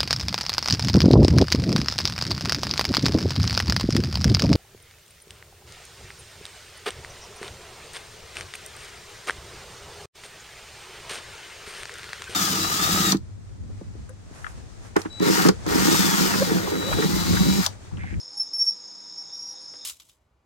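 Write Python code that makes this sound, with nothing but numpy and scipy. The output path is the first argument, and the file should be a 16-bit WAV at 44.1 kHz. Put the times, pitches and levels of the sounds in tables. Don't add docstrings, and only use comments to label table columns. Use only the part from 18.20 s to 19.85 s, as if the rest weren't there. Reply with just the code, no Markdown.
import sys
import numpy as np
from scipy import signal
from scipy.fft import rfft, irfft
from scipy.io import wavfile

SR = 44100
rng = np.random.default_rng(int(sys.argv[2]) if len(sys.argv) > 2 else 0)


def master(y):
    cut = np.clip(np.atleast_2d(y).T, -1, 1)
    pcm = np.round(cut * 32767)
    wavfile.write(sys.argv[1], SR, pcm.astype(np.int16))


N = 72765


def undb(db):
    return 10 ** (np.asarray(db) / 20)


def unit(x):
    return x / np.sqrt(np.mean(x ** 2) + 1e-20)


def colour(x, points):
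    hz, db = np.array(points, float).T
    f = np.maximum(np.arange(N // 2 + 1) * SR / N, 1)
    return irfft(rfft(x) * undb(np.interp(np.log(f), np.log(hz), db)), N)


def noise(points):
    return unit(colour(rng.standard_normal(N), points))


def walk(rate):
    f = np.arange(N // 2 + 1) * SR / N
    return unit(irfft(rfft(rng.standard_normal(N)) / (1 + (f / rate) ** 2) ** 2, N))


def turn(hz):
    return 2 * np.pi * np.cumsum(hz) / SR


def garden(x, wet_db, t60_s=.2, build_s=.0027, side_db=-12):
    t = np.arange(SR // 2) / SR
    tails = rng.standard_normal((2, len(t))) * undb(-60 * t / t60_s) * (1 - np.exp(-t / build_s))
    mid, side = (unit(signal.fftconvolve(x, h)[:N]) * x.std() * undb(wet_db) for h in tails)
    return x + mid + undb(side_db) * side * np.array([[1], [-1]])


def chorus(t, per_group=5, slowest_hz=37.9, sag_hz=60, trim_db=-1):
    # pitch in Hz, spread to either side in Hz, level in dB before trim.
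    groups = [(5087, 28, -56), (5003, 52, -57.5), (5364, 100, -56), (5519, 19, -54.5)]
    # frequency in Hz, relative level in dB.
    hiss = [(2500, -38), (3200, -34), (3750, -18), (4400, -32), (4750, -12.5), (5150, -3), (5480, -3),
            (5700, -27), (5950, -23.5), (6330, -17), (6520, -12.5), (6750, -19.5), (7150, -28.5),
            (7420, -25.5), (8000, -31.5), (9700, -35.5), (10700, -29.5), (11200, -42), (11900, -62)]
    out = np.zeros(N)
    for hz, spread, db in groups:
        group = np.zeros(N)
        for place in np.linspace(-1, 1, per_group):
            stroke = (slowest_hz * rng.uniform(1.0, 1.2) * t + rng.random() + .17 * walk(3.2)) % 1
            pitch = hz + spread * (place + .4 * walk(8)) - sag_hz * (stroke - .5)
            group += np.sin(np.pi * stroke) ** 4 * np.sin(turn(pitch))
        out += undb(db) * unit(group)
    return garden(out, wet_db=-7.5) * undb(trim_db) + undb(-48.5) * noise(hiss)


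def fast_trillers(t, half_width_s=.003, rise_hz_per_s=30000, uneven_db=1):
    # pitch in Hz, pulses per second, level in dB.
    trills = [(5150, 47, -52.5), (5365, 54, -51), (5376, 43, -50.5)]
    out = np.zeros(N)
    for hz, rate, db in trills:
        from_peak_s = ((rate * t + rng.random() + .12 * walk(12)) % 1 - .5) / rate
        pulse = np.exp(-(from_peak_s / half_width_s) ** 2) * undb(uneven_db * walk(44))
        pitch = hz + rise_hz_per_s * from_peak_s + 45 * walk(29.88)
        out += undb(db) * unit(pulse * np.sin(turn(pitch)))
    return garden(out, wet_db=-11)


def high_triller(t, hz=6660, drift_hz_per_s=-22.5, sag_hz=24.8, period_s=.0672):
    gap_at_s, gap_half_width_s, gap_db = .795, .007, -9
    stroke = (t - gap_at_s) / period_s % 1
    gap = np.exp(-(np.minimum(stroke, 1 - stroke) * period_s / gap_half_width_s) ** 2)
    envelope = undb(gap_db * gap + 1.9 * walk(110))
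    pitch = hz + drift_hz_per_s * t - sag_hz * (stroke - .5) + 5 * walk(34.3)
    return garden(undb(-54.5) * unit(envelope * np.sin(turn(pitch))), wet_db=-19.5)


def drones(flutter_db=2.5):
    # pitch in Hz, rms waver in Hz, level in dB.
    tones = [(5143, 8.2, -51), (7366, 31, -72)]
    return sum(undb(db) * unit(undb(flutter_db * walk(40)) * np.sin(turn(hz + waver * walk(36))))
               for hz, waver, db in tones)


def hum(flutter_db=4, waver_hz=8.6):
    # frequency in Hz, level in dB before the stereo mix.
    partials = [(118.4, -78.5), (189, -71.5), (296, -71.5), (507, -69.5), (818, -71), (969, -70.5)]
    return sum(undb(db) * unit(undb(flutter_db * walk(7.9)) * np.sin(turn(hz + waver_hz * walk(23.5))))
               for hz, db in partials)


def night_air(left_over_right_db=1.2):
    # frequency in Hz, relative level in dB.
    rumble = [(15, -59), (25, -39), (112, -5.5), (155, -8.5), (189, -9.5), (250, -5.5), (294, -3),
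              (413, -5.5), (505, -7), (738, -6.5), (958, -4.5), (1060, -6), (3000, -18.5), (3900, -15.5),
              (6600, -120)]
    # frequency in Hz, side minus mid level in dB.
    width = [(50, 4), (120, -11), (300, -2), (1000, -1.5), (2500, 2.5)]
    treble = [(4500, -49), (9000, -82)]
    mid, side = (undb(-60.5) * noise(rumble + treble) + hum() for _ in range(2))
    ears = np.array([[1], [-1]])
    return (mid + colour(side, width) * ears) * undb(ears * left_over_right_db / 2)


def bursts(t, rows, spectrum, grain_db=1):
    swell = sum(undb(db) * np.exp(-2 * ((t - at) / half_width) ** 2) for at, half_width, db in rows)
    grains = rng.standard_normal(N) * undb(grain_db * walk(250))
    return swell * unit(colour(grains, spectrum))


def bush_cricket(t):
    # centre in seconds, half-width in seconds, level in dB.
    rasps = [(0.02, 0.062, -61), (0.147, 0.062, -63), (1.2, 0.07, -63), (1.315, 0.055, -61.5),
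             (1.43, 0.056, -61), (1.563, 0.076, -63.5)]
    # frequency in Hz, relative level in dB.
    spectrum = [(2000, -39), (3800, -28), (4130, -3), (4250, 9.5), (4500, -9), (7000, -24), (8500, -7),
                (9600, -1.5), (10500, -3.5), (11300, -27), (12000, -49), (13000, -60)]
    return bursts(t, rasps, spectrum)


def stridulation(t, strokes, octave_db):
    attack_s, release_s, octave_attack_s = .007, .008, .003
    drop_at, swell_width = .785, .2
    slip_s, slip_db = .0025, -13
    jitter_hz, flutter_db = 7 * walk(250), .5 * walk(380)
    octave_flutter_db, scatter_rad = 2.8 * walk(170), .32 * walk(360)
    out = np.zeros(N)
    for start, length, db, hz, sag, drop, crest, depth_db in strokes:
        progress = np.clip((t - start) / length, 0, 1)
        ramps = np.clip((t - start) / attack_s, 0, 1) * np.clip((start + length - t) / release_s, 0, 1)
        gate = np.sin(np.pi / 2 * ramps) ** 2
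        since_slip = (t - start - drop_at * length) / slip_s
        phase = turn(hz - sag * progress - drop * (1 + np.tanh(since_slip - .5)) / 2 + jitter_hz)
        swell_db = depth_db * (np.exp(-((progress - crest) / swell_width) ** 4) - 1)
        tone = undb(db + swell_db + flutter_db + slip_db * np.exp(-since_slip ** 2)) * np.sin(phase)
        build = 1 - np.exp(-np.maximum(t - start, 0) / octave_attack_s)
        octave = undb(octave_db + octave_flutter_db + .08 * swell_db) * np.sin(2 * phase + scatter_rad)
        out += gate * (tone + build * octave)
    return out


def near_cricket(t, echo_s=.037, echo_db=-16):
    # start in seconds, length in seconds, level in dB, pitch in Hz, sag in Hz,
    # final drop in Hz, crest as a share of the length, swell in dB.
    strokes = [(0.167, 0.034, -28.5, 5445, 31, 8.2, 0.45, 2), (0.193, 0.045, -19, 5380, 57, 11, 0.32, 2),
               (0.33, 0.064, -24.5, 5435, 32, 130, 0.17, 0.5),
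               (0.387, 0.062, -15.5, 5487, 14, 150, 0.52, 5.5),
               (0.461, .055, -15.5, 5482, 16, 130, 0.43, 4.5)]
    # centre in seconds, half-width in seconds, level in dB.
    scrapes = [(.401, .011, -50), (.458, .011, -46.5), (.43, .07, -56.5), (.36, .03, -63), (.495, .03, -60)]
    # frequency in Hz, relative level in dB.
    spectrum = [(2500, -45), (4000, -18), (5500, -10), (6600, 3), (7700, -17), (8700, -3.5), (9500, -10),
                (10700, -6), (12000, -10), (13500, -17)]
    song = stridulation(t, strokes, octave_db=-47)
    echo = undb(echo_db) * np.roll(song, int(echo_s * SR))
    return garden(song + echo, wet_db=-16) + bursts(t, scrapes, spectrum)


def glides(t, rows, glide_per_s, waver):
    out = np.zeros(N)
    for at, half_width, db, hz in rows:
        pitch = hz * (1 + glide_per_s * (t - at) + waver * walk(175))
        out += undb(db) * np.exp(-((t - at) / half_width) ** 2) * np.sin(turn(pitch))
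    return out


def hoots(t):
    # centre in seconds, half-width in seconds, level in dB, pitch in Hz.
    calls = [(0.176, 0.045, -58.5, 814), (1.005, 0.022, -59, 791), (1.338, 0.027, -58, 810.4)]
    return glides(t, calls, glide_per_s=-.3, waver=.012)


def peeps(t):
    # centre in seconds, half-width in seconds, level in dB, pitch in Hz.
    calls = [(0.188, 0.012, -47, 6760), (0.287, 0.012, -51, 6300), (0.63, 0.0097, -55, 6700),
             (0.682, 0.0097, -50, 6270), (1.082, .013, -53, 6780), (1.093, 0.013, -54, 5950),
             (1.493, 0.012, -51, 5970)]
    return glides(t, calls, glide_per_s=-.15, waver=.0033)


def buzzing_insect(t):
    # centre in seconds, half-width in seconds, level in dB.
    buzzes = [(0.843, 0.043, -65), (.92, 0.043, -60.5), (1.098, 0.039, -58.5), (1.148, 0.028, -55),
              (1.32, 0.044, -67), (1.377, 0.045, -56), (1.639, 0.08, -53)]
    # frequency in Hz, relative level in dB.
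    spectrum = [(3200, -32), (3520, -8), (3660, 0), (3780, 0), (3900, -10), (4200, -28), (5200, -60),
                (9000, -90)]
    return bursts(t, buzzes, spectrum)


def far_cricket(t, octave_db=-61.5, rise_hz_per_s=1200):
    # start in seconds, length in seconds, level in dB, pitch in Hz, sag in Hz,
    # final drop in Hz, crest as a share of the length, swell in dB.
    strokes = [(0.971, 0.061, -32.5, 5490, 13.5, 17, 0.3, 3.5)]
    # centre in seconds, length in seconds, level in dB, pitch in Hz.
    pulses = [(1.135, .013, -32, 5510), (1.151, .02, -34.5, 5583), (1.175, 0.018, -35.5, 5555),
              (1.197, 0.012, -32, 5530), (1.209, .014, -34.5, 5540), (1.229, .018, -32, 5590),
              (1.244, 0.014, -36.5, 5555), (1.26, .012, -34, 5580), (1.275, .013, -37.5, 5640),
              (1.293, .021, -33, 5640), (1.314, 0.02, -36, 5570), (1.33, 0.018, -41, 5620)]
    song = stridulation(t, strokes, octave_db)
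    for at, length, db, hz in pulses:
        phase = turn(hz + rise_hz_per_s * np.clip(t - at, -length, length))
        envelope = np.exp(-(2 * (t - at) / length) ** 4)
        song += envelope * (undb(db) * np.sin(phase) + undb(octave_db) * np.sin(2 * phase))
    return garden(song, wet_db=-14)


def knock(t):
    # centre in seconds, half-width in seconds, level in dB.
    parts = [(1.54, .005, -51.5), (1.555, .025, -60)]
    # frequency in Hz, relative level in dB.
    spectrum = [(150, -15), (450, 0), (600, 1), (1000, -3), (1700, -3), (2300, -14), (3200, -8),
                (5000, -25), (9000, -60)]
    return bursts(t, parts, spectrum)


def scene():
    t = np.arange(N) / SR
    singers = near_cricket(t) + far_cricket(t)
    insects = buzzing_insect(t) + bush_cricket(t) + high_triller(t) + drones() + peeps(t)
    distance = knock(t) + hoots(t) + night_air()
    return singers + insects + distance + chorus(t) + fast_trillers(t)


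def record(dry, cutoff_hz=13600):
    return signal.sosfilt(signal.ellip(8, .2, 70, cutoff_hz, fs=SR, output="sos"), dry)


dry = scene()
out = record(dry)
master(out)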